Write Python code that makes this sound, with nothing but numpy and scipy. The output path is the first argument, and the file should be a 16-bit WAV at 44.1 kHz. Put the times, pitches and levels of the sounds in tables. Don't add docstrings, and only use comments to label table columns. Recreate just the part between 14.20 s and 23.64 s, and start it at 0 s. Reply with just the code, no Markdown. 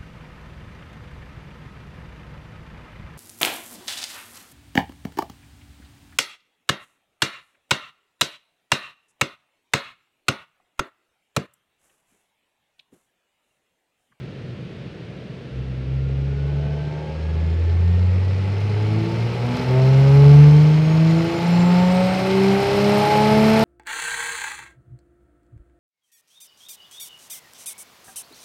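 import sys
import numpy as np
from scipy import signal
from scipy.fft import rfft, irfft
from scipy.io import wavfile
from scipy.ndimage import uniform_filter1d, map_coordinates

SR = 44100
rng = np.random.default_rng(int(sys.argv[2]) if len(sys.argv) > 2 else 0)


def output_pcm(signal):
    pcm = np.clip(np.atleast_2d(signal).T, -1, 1) * 32767
    wavfile.write(sys.argv[1], SR, np.round(pcm).astype(np.int16))


N = 416304
TIME = np.arange(N) / SR
BINS_HZ = np.fft.rfftfreq(N, 1 / SR)
CYLINDERS = 6

# time in seconds, firing rate in Hz.
SPEED = [(0, 64), (1.55, 64.3), (2, 67.9), (2.4, 71.5), (2.8, 75.7), (3.2, 80.2), (3.6, 85.9), (4, 92.4),
         (4.4, 100.6), (4.8, 109.5), (5.4, 124.2), (6, 140.8), (6.8, 160.2), (7.6, 179.5), (8, 188.6),
         (8.5, 200.5), (9, 211.7), (9.44, 222)]
# time in seconds, level in dB.
LOAD = [(1.4, -26), (1.6, -27), (1.8, -22), (2.4, -25.5), (3.0, -30.5), (3.8, -26), (4.6, -16.5),
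        (5.4, -12), (6.2, -6), (6.6, -10.9), (7.5, -9.5), (8.3, -2.5), (9.44, -1)]
# time in seconds, dB against full power.
FLOW = [(1.2, -36), (1.9, -27.5), (2.3, -22.5), (3, -20), (3.8, -17.5), (4.2, -14.5), (5, -10.5),
        (5.25, -10), (5.4, -7), (5.55, -8.5), (6.1, -6.5), (6.6, -8.5), (7.2, -5.5), (8.1, -3),
        (8.55, -1.5), (8.9, 0.5), (9.15, -0.5), (9.44, 1.5)]
OPEN_S, PUSH_S = 1.37, 0.069
SPOOL_S, SPOOL_LENGTH_S = 3.65, 1.56

# frequency in Hz, relative level in dB per Hz.
FAN = [(35, -55), (65, -9), (170, 2.5), (280, -7.5), (390, -5.5), (580, -12), (820, -22.5), (1150, -25),
       (1500, -22.5), (2700, -23), (4300, -30.5), (6300, -42.5), (8500, -53), (13000, -62.5)]
FAN_DB = -37.5
# time in seconds, level in dB.
BURBLE = [(0, -37), (.7, -37.5), (1.25, -46), (1.7, -44), (3, -57)]
# multiple of the firing rate, dB with the throttle closed, dB off boost, dB on boost.
ORDERS = [(1, -51, -9, -24.5), (2, -39.5, -23.5, -24.5), (3, -56, -29, -24.1), (4, -63, -25.5, -27.5)]
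# centre in Hz, width in Hz, lift in dB.
STANDING_WAVES = [(77.2, 12, 16.5), (88.9, 16.5, 15), (112.7, 29, 14.5), (131.7, 13.7, 8), (144.7, 23, 15),
                  (169.9, 37.3, 24.5), (198.5, 17.5, 9), (217.7, 7.1, 8), (243.8, 12.3, 13),
                  (331.4, 36, 12), (383.4, 14, 10.5), (428, 14, 5), (552.6, 12, 9), (840.7, 40, 9.5)]
# centre in Hz, width in Hz, change in dB.
NULLS = [(75.5, 4.25, -21.5), (111.9, 2.5, -12), (117.9, 2.4, -7), (123.8, 2.3, -18.5), (156.2, 3.2, -2.5),
         (168.34, 5, -25.5), (189.3, 7.4, -9), (199.86, 3.2, -27.5), (209.1, 1.8, -20.5),
         (237.4, 5.3, -20.5), (344.4, 4.9, -17), (370.5, 11.9, -30.5), (583.6, 12.6, -19.5),
         (773, 12, -8.5)]
# centre in Hz, width in Hz, lift in dB before that scaling.
PIPE = [(336, 42, 6), (409, 45, 17.5), (545.3, 47, 10.5), (647.4, 29, 13.5), (723, 21, 9), (842, 18, 9.5),
        (901, 43, 8.5), (1136, 45, 4), (1303, 45, 3), (2106, 410, 5.5), (2530, 110, 4.5), (2940, 250, 3),
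        (4210, 450, 8), (5220, 580, 7.5), (7200, 400, 2), (12040, 500, 10)]
# multiple of the firing rate, dB off boost, dB on boost.
SUBORDERS = [(1 / 2, -42, -33), (2 / 3, -40, -39), (3 / 2, -31.5, -34)]
# centre in Hz, width in Hz, lift in dB.
BANK_PIPE = [(71.4, 14, 14), (106.7, 17, 6.5), (143.3, 10, 15), (165.4, 16, 20.5), (202, 13, 7.5),
             (264, 6.5, 7)]
# time in seconds, level in dB.
TYRES = [(0, -54.5), (1.5, -51), (2.5, -41), (3.2, -43.5), (4.4, -39.5), (5.5, -36), (9.44, -45.5)]
# multiple of the mesh rate, dB off boost, dB on boost, fuzzy share from 0 to 1.
GEAR = [(1, -57, -54.5, .12), (2, -66, -57.5, .4), (4, -75, -92, .6)]
# time in seconds, mesh cycles per firing.
MESH = [(1.5, 20.87), (2.2, 21.03), (3.2, 21.04), (4, 20.8), (4.5, 20.65), (6.3, 20.83), (8.4, 20.92),
        (9.44, 20.88)]
# centre in Hz, width in Hz, change in dB.
HOUSING = [(1340, 110, -7), (1500, 300, 5), (2050, 500, 4), (2550, 400, -4), (3080, 300, 6),
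           (3900, 900, -3), (5200, 1000, -6), (6250, 500, 4), (7350, 700, 6), (7880, 300, -14),
           (9000, 1200, 2)]
# pitch in Hz, dB with the throttle closed, dB at full flow, extra dB at the top of the flare.
WHISTLES = [(8269, -85, -58, 7), (9647, -92, -61.5, 0)]
FLARE_S, FLARE_DECAY_S = 7.72, .6
# time in seconds, dB added to the higher orders.
SHARPNESS = [(1.3, -78), (2.3, -58), (2.85, -50.5), (3.3, -66), (4.3, -69.5), (5.3, -42.5), (6.1, -38.5),
             (6.8, -53.5), (7.5, -33.5), (8.1, -37.5), (8.8, -32), (9.44, -26.5)]
# delay in seconds, gain.
ECHOES = [(.0021, -0.048), (.0047, -0.14), (.0083, .12)]
# lower edge in Hz, share from 0 to 1 that repeats every engine cycle (before boost scales it),
# dB at full flow, dB per dB of flow, sputter in dB.
BANDS = [(20, 0.86, -30, 0.4, 0.8), (260, 0.7, -27, 1.07, 1.24), (990, 0.56, -29, 1, 1.1),
         (3200, .7, -35, 1.11, 1.57), (8050, 0, -46, 1.86, 2.5)]
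# frequency in Hz, dB per Hz.
EXHAUST = [(42, -40.5), (66, -4.5), (150, 6), (270, -14.5), (450, -14), (860, -10.5), (1040, -17.5),
           (1400, -16.5), (1750, -21.5), (2250, -19.5), (4900, -28), (6800, -37), (10300, -44.5),
           (12500, -45)]
# start in seconds, level in dB, pitch in Hz, width in Hz, decay in seconds.
TICKS = [(4.405, -41, 4150, 300, .006), (5.369, -47, 9000, 7360, .004)]
EDGE_HZ = 13250


def amp(db):
    return 10 ** (np.asarray(db) / 20)


def evened(x):
    return x / np.sqrt(np.mean(x ** 2) + 1e-20)


def curve(rows, axis=1):
    rows = np.array(rows, float)
    return np.interp(TIME, rows[:, 0], rows[:, axis])


def read(points, hz):
    f, db = np.transpose(points)
    return np.interp(np.log(hz + 1), np.log(f + 1), db)


def wander(rate_hz):
    return evened(irfft(rfft(rng.standard_normal(N)) / (1 + (BINS_HZ / rate_hz) ** 4), N))


def ring(x, hz, width_hz):
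    r = np.exp(-np.pi * width_hz / SR)
    return signal.lfilter([1, 0, -1], [1, -2 * r * np.cos(2 * np.pi * hz / SR), r * r], x)


def lift_db(resonances, hz):
    return sum(db / (1 + (2 * (hz - f) / width) ** 2) for f, width, db in resonances)


def throttle():
    return np.clip((TIME - OPEN_S) / PUSH_S + 1, 0, 1)


def boosted(off_db, on_db):
    return off_db + (on_db - off_db) * np.clip((TIME - SPOOL_S) / SPOOL_LENGTH_S, 0, 1)


def crowded_modes(hz, depth, spacing_hz=14, above_hz=300):
    grid = np.arange(0, SR / 2, spacing_hz)
    random_rows = rng.standard_normal((2, len(grid)))
    re, im = (map_coordinates(row, [hz / spacing_hz], order=3) for row in random_rows)
    share = depth / (1 + (above_hz / hz) ** 4)
    return np.hypot(1 + share * re, share * im) / np.sqrt(1 + 2 * share ** 2)


def fans():
    rush = irfft(rfft(rng.standard_normal(N)) * amp(read(FAN, BINS_HZ)), N)
    return amp(FAN_DB) * evened(rush)


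def burble(hz=128, width_hz=38):
    once = ring(rng.standard_normal(N), hz, width_hz)
    return evened(ring(once, hz, width_hz)) * amp(curve(BURBLE))


def firing_orders(firings, flutter=0.04, sway=0.011, lag=0.689, contrast=0.34):
    rate = curve(SPEED)
    phase = 2 * np.pi * firings + sway * wander(25)
    opened = throttle()
    boom = np.zeros(N)
    for multiple, closed_db, off_db, on_db in ORDERS:
        k = round(multiple)
        hz = k * rate
        path_db = lift_db(STANDING_WAVES, hz) + lift_db(NULLS, hz) + contrast * lift_db(PIPE, hz)
        pulling = amp(curve(LOAD) + boosted(off_db, on_db) + path_db) * crowded_modes(hz, depth=0.36)
        level = opened * pulling + (1 - opened) * amp(closed_db)
        boom += level * np.cos(k * phase - lag * k * k)
    return boom * (1 + flutter * wander(26))


def suborders(firings, flutter=0.058):
    rate = curve(SPEED)
    growl = np.zeros(N)
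    for multiple, off_db, on_db in SUBORDERS:
        level_db = curve(LOAD) + boosted(off_db, on_db) + lift_db(BANK_PIPE, multiple * rate)
        growl += amp(level_db) * np.cos(2 * np.pi * (multiple * firings + rng.random()))
    return growl * (1 + flutter * wander(21))


def tyres(hz=430, width_hz=170):
    once = ring(rng.standard_normal(N), hz, width_hz)
    return evened(ring(once, hz, width_hz)) * amp(curve(TYRES))


def gear_whine(throttle_db=-3):
    mesh_hz = curve(SPEED) * curve(MESH)
    phase = 2 * np.pi * np.cumsum(mesh_hz) / SR
    whine = np.zeros(N)
    for multiple, off_db, on_db, fuzzy in GEAR:
        k, fuzzy = round(multiple), np.clip(fuzzy, 0, 1)
        spread_hz = 14 * k
        fuzz = wander(spread_hz) * np.cos(k * phase) + wander(spread_hz) * np.sin(k * phase)
        tone = np.sqrt(2 * (1 - fuzzy)) * np.cos(k * phase) + np.sqrt(fuzzy) * fuzz
        whine += amp(boosted(off_db, on_db) + lift_db(HOUSING, k * mesh_hz)) * tone
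    return whine * amp(throttle_db * (1.5 - throttle()))


def whistles(flutter=.12, per_flow=1.07):
    rise = np.clip((TIME - FLARE_S) / .02 + 1, 0, 1)
    flare = rise * np.exp(-abs(TIME - FLARE_S) / FLARE_DECAY_S)
    out = np.zeros(N)
    for hz, closed_db, full_db, flare_db in WHISTLES:
        flowing_db = full_db + per_flow * curve(FLOW) + flare_db * flare
        level = np.hypot(amp(closed_db), amp(flowing_db))
        out += level * np.sin(2 * np.pi * hz * TIME) * (1 + flutter * wander(20))
    return np.sqrt(2) * out


def overtones(firings, knee_hz=850, fall=2.8, sway=0.034, contrast=1.09, scatter=0.87, count=13):
    rate = curve(SPEED)
    phase = 2 * np.pi * firings + sway * wander(25)
    treble_loss = np.sqrt(1 + (BINS_HZ / knee_hz) ** (2 * fall))
    response = amp(contrast * lift_db(PIPE, BINS_HZ)) / treble_loss
    response = response * crowded_modes(BINS_HZ + 1, depth=0.44, spacing_hz=20)
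    lines = np.zeros(N)
    for k in range(5, count):
        level = np.interp(k * rate, BINS_HZ, response)
        lines += level * np.cos(k * phase + scatter * rng.standard_normal())
    return lines * amp(curve(SHARPNESS))


def cell(x, wet_db, t60=0.21):
    t = TIME[:SR // 2]
    tail = rng.standard_normal(len(t)) * amp(-60 * t / t60) * (t > .003)
    response = amp(wet_db) * tail / np.linalg.norm(tail)
    response[0] = 1
    for delay, gain in ECHOES:
        response[round(delay * SR)] += gain
    return signal.oaconvolve(x, response)[:N]


def cycle_pattern(firings, size=4096, count=400):
    k = np.arange(count)
    kept = (k % CYLINDERS > 0) | (k > 4 * CYLINDERS)
    shape = irfft(kept * np.exp(2j * np.pi * rng.random(count)), size)
    place = firings / CYLINDERS % 1 * size
    return evened(np.interp(place, np.arange(size), shape) * np.sqrt(curve(SPEED)))


def roar(firings, pulsing=0.24, resonant=0.7, sputter_hz=130, locking=0.71):
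    puffs = rng.standard_normal(N) * (1 + pulsing * np.cos(2 * np.pi * firings))
    colour = amp(read(EXHAUST, BINS_HZ) + resonant * lift_db(PIPE, BINS_HZ))
    loose = rfft(cell(puffs, wet_db=-3.5)) * colour
    locked = rfft(cell(cycle_pattern(firings), wet_db=-4.0)) * colour
    edges = [row[0] for row in BANDS] + [SR]
    below = [1 / (1 + (BINS_HZ / hz) ** 16) for hz in edges]
    flow_db = curve(FLOW)
    out = np.zeros(N)
    for k, (_, repeats, full_db, per_flow, sputter_db) in enumerate(BANDS):
        band = below[k + 1] - below[k]
        share = np.clip(repeats * boosted(0, locking), 0, 1)
        loose_gas = np.sqrt(1 - share) * evened(irfft(loose * band, N))
        locked_gas = np.sqrt(share) * evened(irfft(locked * band, N))
        gas = loose_gas + locked_gas
        steady = gas / np.sqrt(uniform_filter1d(gas ** 2, SR // 3))
        out += steady * amp(full_db + per_flow * flow_db + sputter_db * wander(sputter_hz))
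    return out * throttle()


def ticks():
    out = np.zeros(N)
    for s, db, hz, width_hz, decay in TICKS:
        ringing = evened(ring(rng.standard_normal(N), hz, width_hz))
        out += amp(db) * ringing * (TIME >= s) * np.exp(-abs(TIME - s) / decay)
    return out


def scene():
    firings = np.cumsum(curve(SPEED)) / SR
    exhaust = burble() + firing_orders(firings) + suborders(firings) + overtones(firings) + roar(firings)
    return (fans() + exhaust + tyres() + gear_whine() + whistles() + ticks())[None]


def record(dry):
    lowpass = signal.firwin(801, EDGE_HZ, window=("kaiser", 9), fs=SR)
    return signal.oaconvolve(dry, lowpass[None], "same")


dry = scene()
out = record(dry)
output_pcm(out)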